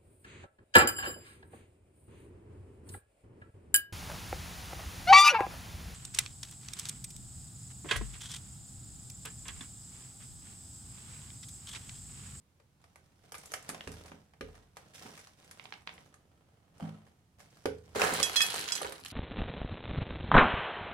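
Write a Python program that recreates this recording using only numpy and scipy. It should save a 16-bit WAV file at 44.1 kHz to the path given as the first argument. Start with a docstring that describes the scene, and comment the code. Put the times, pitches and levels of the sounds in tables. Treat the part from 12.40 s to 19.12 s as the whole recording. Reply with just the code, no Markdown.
"""A thin plastic tub of sugar-coated popcorn is handled over a kitchen worktop: it rustles, crackles and thumps.
Then it is tipped: the popcorn tumbles out in a dense clatter and a few hard pieces set a china plate ringing.
Rustle and clatter are sums of tiny filtered noise bursts; tub and plate are banks of decaying modes.
A small, hard-walled room adds short echoes, over a faint low rumble and hiss."""
import sys
import numpy as np
from scipy import signal
from scipy.fft import rfft, irfft, next_fast_len
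from scipy.io import wavfile
from scipy.ndimage import uniform_filter1d

SR = 44100
rng = np.random.default_rng(int(sys.argv[2]) if len(sys.argv) > 2 else 0)


def wav_out(sig):
    """Save sig, one row per channel (or a flat mono array), as 16-bit PCM at SR to the path in sys.argv[1]."""
    wavfile.write(sys.argv[1], SR, np.round(np.clip(np.atleast_2d(sig).T, -1, 1) * 32767).astype(np.int16))


N = 296352
TIME = np.arange(N) / SR  # s


def from_db(db):
    """Level to amplitude: 20 dB is a factor of ten."""
    return 10 ** (np.asarray(db) / 20)


def rms_one(x):
    """Normalise the effective value: root mean square 1."""
    return x / np.sqrt(np.mean(x ** 2) + 1e-20)


def at_hz(points, hz):
    """Linear interpolation of a table on a log-frequency axis."""
    table = np.array(points)
    return np.interp(np.log(np.maximum(hz, 1)), np.log(table[:, 0]), table[:, 1])


def pan(left_db):
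    """Level-difference stereo: half the left-right difference goes to each channel."""
    return from_db(np.array([[.5], [-.5]]) * left_db)


def add(track, s, sound):
    """Superposition: mix a sound into a track from a time in seconds."""
    at = round(s * SR)
    track[:, at:at + sound.shape[1]] += sound[:, :N - at]


def causal_filter(gain_at, size=2048):
    """Minimum phase: folding the cepstrum gives a unit-energy response in which nothing sounds early."""
    log_gain = np.log(gain_at(np.fft.rfftfreq(size, 1 / SR)) + 1e-9)
    cepstrum = irfft(log_gain)
    cepstrum[1:size // 2] *= 2
    cepstrum[size // 2 + 1:] = 0
    response = irfft(np.exp(rfft(cepstrum)))
    return response[None] / np.linalg.norm(response)


def colour(x, spectrum):
    """Linear filtering: convolution gives a sound the shape of a spectrum."""
    response = causal_filter(lambda hz: from_db(at_hz(spectrum, hz)), size=8192)
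    return signal.fftconvolve(x, response)[:, :x.shape[1]]


# likeness of the two microphones: frequency_hz [Hz], likeness [0-1]
MICROPHONE_LIKENESS = [(100, 0.91), (300, 0.95), (700, 0.4), (1500, 0.02), (3000, 0.11), (8000, 0.02)]


def microphones(pair):
    """Spatial coherence: unrelated signals become left and right, alike in the bass, apart in the treble."""
    count = next_fast_len(pair.shape[1])
    alike = np.clip(at_hz(MICROPHONE_LIKENESS, np.fft.rfftfreq(count, 1 / SR)), 0, 1)
    mid, side = rfft(pair, count) * np.sqrt([(1 + alike) / 2, (1 - alike) / 2])
    return irfft([mid + side, mid - side], count)[:, :pair.shape[1]]


PIECE_COLOUR_DB = 2.7  # standard deviation of the random gains that tell one piece from the next


def crunch(decay_s, size=4096):
    """Stick-slip: a contact breaks up into a dying burst of tiny slips; unit energy a side."""
    dying = from_db(-60 * np.arange(size) / SR / max(decay_s, .001))
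    spectrum = rfft(rng.standard_normal((2, size)) * dying)
    # half-flatten the spectrum, and put the other half of the decay back
    evened = irfft(spectrum / np.sqrt(np.abs(spectrum) + 1e-9))
    burst = microphones(evened * np.sqrt(dying))
    # every piece has its own shape, and so its own broad resonances
    shape = np.column_stack([np.geomspace(500, 16000, 24), rng.normal(0, PIECE_COLOUR_DB, 24)])
    burst = signal.fftconvolve(burst, causal_filter(lambda hz: from_db(at_hz(shape, hz))))
    return burst / np.linalg.norm(burst, axis=1, keepdims=True)


# colour common to single contacts: frequency_hz [Hz], relative level_db_per_hz [dB per Hz]
CONTACT_SPECTRUM = [(30, -12), (80, 5), (160, -17), (450, 11), (800, 12.5), (1300, 8.5), (2300, 5.5),
                    (3800, 1), (6000, 7.5), (10000, 8), (13000, -1.5), (16000, -26)]


def contacts(rows, level_db, decay_s):
    """Impact excitation: each contact is a short crunch with its own weight of bass and treble."""
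    out = np.zeros((2, N))
    for s, db, bass_db, treble_db in rows:
        tilt = [(400, bass_db), (1250, 0), (3700, 0), (7500, treble_db)]
        gain_at = lambda hz: from_db(at_hz(CONTACT_SPECTRUM, hz) + at_hz(tilt, hz))
        # the filter has unit energy, so the strength of its curve is put back
        strength = np.sqrt(np.mean(gain_at(np.linspace(0, SR / 2, 512)) ** 2))
        sound = signal.fftconvolve(crunch(decay_s), causal_filter(gain_at))
        add(out, s, from_db(db + level_db) * strength * sound)
    return out


def struck(modes, blows, count=30000):
    """Modal excitation: a blow rings the modes near its centre most; harder contacts centre higher."""
    out, t = np.zeros((2, N)), TIME[:count]
    rings = []
    for hz, db, t60, left_db in modes:
        decay = from_db(db - 60 * t / t60)
        rings.append(pan(left_db) * decay * np.exp(2j * np.pi * hz * t))
    for s, blow_db, centre_hz, spread_octaves in blows:
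        sound = 0
        for (hz, *_), ring in zip(modes, rings):
            share = np.exp(-.5 * (np.log2(hz / centre_hz) / spread_octaves) ** 2)
            # short waves reach the two microphones out of step
            apart = (1 - at_hz(MICROPHONE_LIKENESS, hz)) * rng.uniform(-.8, .8, (2, 1))
            phase = np.pi * (rng.integers(2) + apart)
            sound = sound + share * (ring * np.exp(1j * phase)).imag
        add(out, s, from_db(blow_db) * sound)
    return out


GRAIN_SPREAD_DB = 3.9  # how much the sizes of tiny contacts scatter: mean of the exponential draw


def grains(spectrum, per_s, spread_db, decay_s, count=8):
    """Shot noise: many random contacts, dealt to several kinds of crunch; level evened to about rms 1."""
    out = 0
    for _ in range(count):
        sizes = from_db(spread_db * np.minimum(rng.exponential(1, N), 4)) * rng.choice([-1, 1], N)
        clicks = sizes * (rng.random(N) < per_s / count / SR)
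        out = out + signal.oaconvolve(clicks[None], crunch(decay_s))[:, :N]
    out = colour(out, spectrum)
    power = uniform_filter1d(np.mean(out ** 2, axis=0), size=2600)
    return out / np.sqrt(power + 0.0008 * power.mean())


def strokes(rows, attack_s, release_db_per_s):
    """Envelope: attack, hold and release, summed in power; one gain in time per level column."""
    power = 0
    for start, hold_s, *levels_db in rows:
        age = TIME - start
        attack = np.clip(age / attack_s, 0, 1)
        release = from_db(-release_db_per_s * np.clip(age - attack_s - hold_s, 0, 1))
        power = power + np.outer(from_db(levels_db), attack * release) ** 2
    return np.sqrt(power)


def strays(gain, start_s, over_db, bass_db, treble_db, count):
    """Random process: lesser contacts at scattered moments, levelled against the rustle around them."""
    draws, spread_db = rng.random((count, 4)), 4
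    times = start_s + (np.arange(count) + draws[:, 0]) / count * (TIME[-1] - start_s)
    levels = draws[:, 1:] * 2 * spread_db - spread_db + [over_db, bass_db, treble_db]
    levels[:, 0] += 20 * np.log10(np.interp(times, TIME, gain) + 1e-9)
    return np.column_stack([times, levels])


# the rumble at rest keeps its level; past a threshold of movement it follows a share of the swing in dB
RUMBLE_DB, RUMBLE_THRESHOLD_DB, RUMBLE_FOLLOWS = -69.5, -78.5, 0.28
HISS_DB = -77
# low rumble of the room: frequency_hz [Hz], relative level_db_per_hz [dB per Hz]
RUMBLE_SPECTRUM = [(20, -15.5), (50, -9.5), (80, 2), (140, 0), (220, -8), (400, -15), (1000, -24),
                   (3000, -85)]
# faint hiss: frequency_hz [Hz], relative level_db_per_hz [dB per Hz]
HISS_SPECTRUM = [(300, -17.5), (1000, -8), (4000, -15), (10000, -18), (13000, -22.5), (16000, -27)]


def background(movement):
    """Filtered noise: a low rumble that swells when the tub moves, under a faint steady hiss."""
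    rumble = rms_one(colour(microphones(rng.standard_normal((2, N))), RUMBLE_SPECTRUM))
    hiss = rms_one(colour(microphones(rng.standard_normal((2, N))), HISS_SPECTRUM))
    smooth_movement = uniform_filter1d(movement, size=8000)
    swell = (1 + smooth_movement / from_db(RUMBLE_THRESHOLD_DB)) ** RUMBLE_FOLLOWS
    return (from_db(RUMBLE_DB) * swell * rumble + from_db(HISS_DB) * hiss) * pan(left_db=-2.1)


# each grip swells, holds and lets go
GRIP_ATTACK_S, GRIP_RELEASE_DB_PER_S = 0.0067, 98
SNAP_DECAY_S, CRINKLE_DECAY_S = 0.047, .004  # nominal fall by 60 dB
# fingers shift their grip on the tub, relative levels:
# start_s [s], hold_s [s], rubbing_level_db [dB], crinkling_level_db [dB]
GRIP_STROKES = [(0.398, 0.57, -78.5, -80), (0.82, 0.053, -69.5, -71.5), (0.957, 0.64, -66, -62),
                (1.253, 0.059, -54.5, -73), (1.564, 0.12, -60.5, -66.5), (2.035, 0.13, -65.5, -71),
                (2.353, .14, -68, -70.5), (2.536, 0.016, -66, -53), (2.608, 0.061, -57, -58),
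                (2.725, 0.072, -70, -59.5), (2.974, 0.36, -68, -66.5), (3.462, .14, -64.5, -68.5),
                (3.69, .65, -75.5, -100), (4.337, 0.036, -69, -76), (4.398, 0.026, -51.5, -70),
                (4.644, 0.023, -72, -77.5), (4.982, 0.02, -66, -65), (5.1, 0.23, -72.5, -70.5),
                (5.432, 0.16, -68, -71)]
# loudest snaps of the tub wall, relative levels: start_s [s], level_db [dB], bass_db [dB], treble_db [dB]
WALL_SNAPS = [(0.1995, -57.5, 8, -14), (0.4407, -51.5, -1, -13.5), (0.5577, -49.5, -0.5, -10.5),
              (0.9205, -41.5, 2, 2), (0.9432, -37, -9, -13), (0.9506, -37.5, -6, -8),
              (0.9815, -52, -22, 6.5), (1.0571, -49.5, -13, 3.5), (1.1183, -40, -1, -1),
              (1.1379, -27.5, -6, -7), (1.291, -33.5, -12.5, -2), (1.2982, -36.5, -2, -3),
              (1.3463, -38, -2, -12), (1.4744, -35.5, -4.5, -13), (1.66, -48, 2, -5),
              (1.7177, -42.5, -2, -26), (1.936, -53.5, 3, -15), (2.0095, -32.5, -24, -19.5),
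              (2.153, -50.5, -13, -14), (2.369, -40.5, -1, -11), (2.544, -61, -26, 5),
              (2.664, -44, -10, -13), (2.7761, -44, -34, -10.5), (3.1117, -46.5, -21, 0.5),
              (3.7413, -51, -9, -7), (4.6664, -58, 4, -12), (5.003, -49, 0, -8), (5.2567, -26, 0.5, -14)]
# dull rubbing of the fingers: frequency_hz [Hz], relative level_db_per_hz [dB per Hz]
RUB_SPECTRUM = [(60, -33), (150, 3.5), (300, 4.5), (600, 3), (1200, -2.5), (2400, -9.5), (4500, -17),
                (10000, -22), (16000, -43)]
# crinkling of the thin wall: frequency_hz [Hz], relative level_db_per_hz [dB per Hz]
CRINKLE_SPECTRUM = [(500, -19), (1800, -0.5), (3500, -2), (6000, -2.5), (8000, -5.5), (10000, -6),
                    (12500, -16), (16000, -21)]


def handling(rubbing, crinkling):
    """Friction and buckling: fingers rub and crinkle the thin wall, which snaps now and then."""
    rub = rubbing * grains(RUB_SPECTRUM, per_s=450, spread_db=5.0, decay_s=0.031)
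    crinkle_grains = grains(CRINKLE_SPECTRUM, per_s=840, spread_db=GRAIN_SPREAD_DB, decay_s=CRINKLE_DECAY_S)
    crinkle = from_db(-0.5) * crinkling * crinkle_grains
    small = strays(crinkling, GRIP_STROKES[0][0], over_db=14, bass_db=-4, treble_db=-7, count=50)
    snaps = contacts([*WALL_SNAPS, *small], level_db=18.0, decay_s=SNAP_DECAY_S)
    return (rub + crinkle) * pan(left_db=-3.0) + snaps * pan(left_db=-2.0)


# every listed snap sets the wall ringing around one pitch; its level is relative to the snap
WALL_RING_DB, WALL_RING_HZ, WALL_RING_OCTAVES = -14.5, 2070, 0.66
# modes of the tub with its load of popcorn, relative levels:
# pitch_hz [Hz], level_db [dB], t60_s [s], left_right_db [dB]
TUB_MODES = [(45, 0, 0.7, 2), (81.1, -1, 0.91, -3), (108, -2, 0.59, -1), (161.5, -3, 0.45, -2),
             (213.3, -4, 0.43, 3), (252.4, 0, 0.32, -2), (280, -0.5, 0.21, -2), (369, 7, 0.1, -2),
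             (413.3, -5.5, 0.33, -21), (441.7, -2, 0.34, 2), (491, -2, 0.4, -3), (542, 2.5, 0.22, -5),
             (607, -1.5, 0.088, 10), (783, -11, 0.25, 0), (776, 5, 0.026, -3), (956, -0.5, 0.05, -8),
             (1208, 13, 0.037, 0), (1705, 6.5, 0.032, -2), (2082, -8, 0.12, -4), (2304, -2, 0.059, 7),
             (2510, -7, 0.062, -6)]
# thumps of the tub, relative levels: start_s [s], level_db [dB], centre_hz [Hz], spread_octaves [octaves]
TUB_THUMPS = [(1.291, -47.5, 201, 0.48), (1.472, -46, 140, 1.23), (1.715, -53, 216, 0.61),
              (2.009, -46.5, 390, 0.77), (2.028, -51, 51.3, 1.07), (2.65, -54.5, 246, 0.53),
              (4.4, -44, 785, .3), (4.412, -48.5, 206, 0.36), (4.422, -34, 173, 0.4),
              (4.442, -49, 790, 0.24), (4.48, -50, 740, 0.21), (5.256, -34.5, 443, 0.68),
              (5.261, -46.5, 117, 0.7), (5.559, -39.5, 413, 1.2), (5.725, -44.5, 184.4, 0.91),
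              (5.803, -38.5, 754, 0.54), (6.415, -40, 760, 0.67), (6.452, -41, 970, 0.32),
              (6.491, -50, 547, 0.51), (6.617, -60, 167, 0.88)]


def tub():
    """Shell modes: thumps ring the low modes of the loaded tub; snaps ring the high modes of its wall."""
    wall = [(s, db + WALL_RING_DB, WALL_RING_HZ, WALL_RING_OCTAVES) for s, db, *_ in WALL_SNAPS]
    return struck(TUB_MODES, TUB_THUMPS) + struck(TUB_MODES, wall, count=6000)


# reverberation time of the kitchen, up to 1 kHz and from 12 kHz
ROOM_T60_S, ROOM_TREBLE_T60_S = 0.29, 0.13
# echoes of the kitchen: frequency_hz [Hz], relative level_db [dB]
ECHO_LEVEL = [(100, 3.5), (500, -1), (2000, -3.5), (6000, -5), (14000, -2)]


def kitchen(x, count=26000):
    """Reverberation: dense echoes off near walls, dying sooner in the treble."""
    t, edges = TIME[:count], np.geomspace(40, 18000, 13)
    white, echoes = rng.standard_normal((2, 2, count)), 0
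    for k, (low, high) in enumerate(zip(edges, edges[1:])):
        hz = np.sqrt(low * high)
        t60 = np.interp(hz, [1000, 12000], [ROOM_T60_S, ROOM_TREBLE_T60_S])
        dying = from_db(-60 * t / t60) * (t > .003)  # no echo in the first 3 ms
        band_pass = signal.butter(2, [low, high], "band", fs=SR, output="sos")
        band = signal.sosfilt(band_pass, white[k % 2])
        echoes = echoes + band * dying / np.linalg.norm(dying) * from_db(at_hz(ECHO_LEVEL, hz))
    return np.array([signal.fftconvolve(direct, wall)[:N] for direct, wall in zip(x, microphones(echoes))])


TAP_DULL_HZ, TAP_DECAY_S = 3800, .018  # low-pass corner; nominal fall by 60 dB
# single pieces dropping inside the tub: start_s [s], relative level_db [dB]
TAP_DROPS = [(1.408, -33.5), (3.1963, -35), (3.255, -38.5), (3.3239, -32), (3.3385, -36), (3.474, -28.5),
             (3.492, -36), (3.5798, -47)]
# their colour: frequency_hz [Hz], relative level_db_per_hz [dB per Hz]
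TAP_SPECTRUM = [(100, -26), (400, -9), (900, -0.5), (1500, -3.5), (2200, 2.5), (3200, -1.5), (4500, -1.5),
                (6500, -12.5), (14000, -18)]


def taps(level_db):
    """Contact stiffness: light pieces drop on one another in woody ticks, dulled by the soft contact."""
    out = np.zeros((2, N))
    soft = signal.butter(3, TAP_DULL_HZ, fs=SR, output="sos")
    for s, db in TAP_DROPS:
        tick = signal.sosfilt(soft, colour(crunch(TAP_DECAY_S), TAP_SPECTRUM))
        add(out, s, from_db(db + level_db) * tick)
    return out


SURGE_ATTACK_S, SURGE_RELEASE_DB_PER_S = 0.0091, 81
# the flow starts dense and thins out as the tub empties: contacts per second, time to fall to 1/e
FLOW_START_PER_S, FLOW_THINS_S = 3000, .38
LANDING_DECAY_S, PATTER_DECAY_S = 0.03, .011  # nominal fall by 60 dB
# the popcorn leaves the tub in surges, relative levels:
# start_s [s], hold_s [s], tumbling_level_db [dB], patter_level_db [dB]
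SPILL_SURGES = [(5.547, .03, -41.5, -46), (5.59, 0.057, -34, -41.5), (5.72, 0.1, -48, -42),
                (5.93, 0.27, -49.5, -42.5), (6.27, 0.072, -52, -45), (6.375, 0.045, -50.5, -52),
                (6.63, .05, -67.5, -51)]
# loudest pieces landing, relative levels: start_s [s], level_db [dB], bass_db [dB], treble_db [dB]
PIECE_LANDINGS = [(5.5578, -30.5, 18.5, -8), (5.6176, -10, 0.5, -18.5), (5.7384, -38, -30, 16.5),
                  (5.8007, -16, -17, -8.5), (5.8287, -22, -38, -7), (5.8964, -20, -17, -11),
                  (5.9588, -15.5, -20, -8.5), (6.0057, -13.5, -49, -8.5), (6.0644, -36.5, -28, 14.5),
                  (6.1418, -24, 7, -2), (6.1604, -24, -5, -4), (6.1928, -26.5, -26, 1),
                  (6.2791, -29, -35, -16), (6.3205, -25, -50, -8), (6.4153, -35, -8, -17),
                  (6.4467, -27, 8, -34), (6.4954, -40, -10, 1), (6.523, -28.5, -28.5, -7.5),
                  (6.6489, -34.5, -39, -1), (6.6827, -40, -26, 2)]
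# tumbling along the hollow tub: frequency_hz [Hz], relative level_db_per_hz [dB per Hz]
TUMBLE_SPECTRUM = [(40, -35), (90, -24), (200, -3), (350, 0.5), (480, 3), (800, 2), (1200, 3.5), (2000, 2),
                   (3500, -20), (7000, -9), (15000, -25)]
# patter on the worktop: frequency_hz [Hz], relative level_db_per_hz [dB per Hz]
PATTER_SPECTRUM = [(400, -16), (1400, -1.5), (2500, 6.5), (4200, 7.5), (6000, -1.5), (8000, -4),
                   (10000, -3.5), (12500, -10), (16000, -31)]


def spill(tumbling, pattering):
    """Granular flow: pieces tumble along the hollow tub, then patter on the worktop, ever fewer."""
    start_s = SPILL_SURGES[0][0]
    flow = FLOW_START_PER_S * np.exp(-np.maximum(TIME - start_s, 0) / FLOW_THINS_S)
    tumble_grains = grains(TUMBLE_SPECTRUM, per_s=.6 * flow, spread_db=GRAIN_SPREAD_DB, decay_s=0.02)
    tumble = from_db(2.5) * tumbling * tumble_grains
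    patter_grains = grains(PATTER_SPECTRUM, per_s=flow, spread_db=GRAIN_SPREAD_DB,
                           decay_s=PATTER_DECAY_S, count=11)
    patter = from_db(1.5) * pattering * patter_grains
    small = strays(pattering, start_s, over_db=10.5, bass_db=-12, treble_db=0.5, count=22)
    landings = contacts([*PIECE_LANDINGS, *small], level_db=11.5, decay_s=LANDING_DECAY_S)
    return (tumble + patter) * pan(left_db=-1.5) + landings * pan(left_db=-2.5)


# modes of the china plate: pitch_hz [Hz]
PLATE_MODES_HZ = [1803, 2550, 3052, 3327, 3537, 4155, 4748, 5064, 5980, 6150, 6943, 7483, 7966, 9029, 9450,
                  10160, 10830, 11320, 12549, 13830]
# how each of them rings: relative level_db [dB], t60_s [s], left_right_db [dB]
PLATE_MODE_RING = [(0, 0.23, -6), (3.5, 0.23, -0.5), (-16, 0.11, -2), (4.5, 0.21, -7.5), (-4, 0.065, -12),
                   (2, 0.07, -11), (-16, 0.097, -8), (3, 0.078, -15), (-1.5, 0.2, -9), (-5, 0.088, 2),
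                   (-1, 0.11, -17.5), (-5.5, 0.17, -10), (3, 0.11, -6), (-4, 0.15, -17.5), (-17, 0.085, -1),
                   (-5.5, 0.21, -7), (-1, 0.064, 8), (-6, 0.32, 2), (-2, .14, 2), (-11, 0.14, 11)]
# the sharp crack of hard sugar on the glaze:
# pitch_hz [Hz], relative level_db [dB], t60_s [s], left_right_db [dB]
GLAZE_CRACK_MODE = (5700, 17, .0015, -10)
# hard pieces on the plate, relative levels:
# start_s [s], level_db [dB], centre_hz [Hz], spread_octaves [octaves]
PLATE_PINGS = [(5.8293, -30, 5400, 0.89), (5.963, -26.5, 4200, 0.35), (5.968, -32.5, 4040, 0.94),
               (6.006, -28.5, 2250, .55), (6.017, -32, 2730, 1.84), (6.022, -42, 7100, 0.76),
               (6.101, -44.5, 4000, 0.33), (6.279, -43, 4730, 0.54), (6.321, -35, 5870, 0.58),
               (6.353, -40.5, 6040, .65)]


def china_plate():
    """Mode splitting: the plate is not quite round, so each mode beats against a weaker twin."""
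    twin_db, split_hz = -7, 14
    modes = [(hz, *ring) for hz, ring in zip(PLATE_MODES_HZ, PLATE_MODE_RING)]
    twins = [(hz + split_hz, db + twin_db, t60, left_db) for hz, db, t60, left_db in modes]
    return struck(modes + twins + [GLAZE_CRACK_MODE], PLATE_PINGS, count=16000)


def scene():
    """Superposition of direct sound, echoes and background: tub, popcorn and plate in the kitchen."""
    rubbing, crinkling = strokes(GRIP_STROKES, GRIP_ATTACK_S, GRIP_RELEASE_DB_PER_S)
    tumbling, pattering = strokes(SPILL_SURGES, SURGE_ATTACK_S, SURGE_RELEASE_DB_PER_S)
    clatter = handling(rubbing, crinkling) + spill(tumbling, pattering)
    ticks = taps(level_db=18) * pan(left_db=-2.0)
    thumps, plate = tub(), china_plate()
    into_room = clatter + from_db(-1.5) * ticks + from_db(-9) * thumps + from_db(-11) * plate
    echoes = kitchen(into_room)
    return clatter + ticks + thumps + plate + echoes + background(rubbing + tumbling)


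CUTOFF_HZ = 16000


def record(dry):
    """Band limiting: an elliptic low-pass cuts the top steeply."""
    low_pass = signal.ellip(10, .1, 80, CUTOFF_HZ, fs=SR, output="sos")
    return signal.sosfilt(low_pass, dry)


dry = scene()
out = record(dry)
wav_out(out)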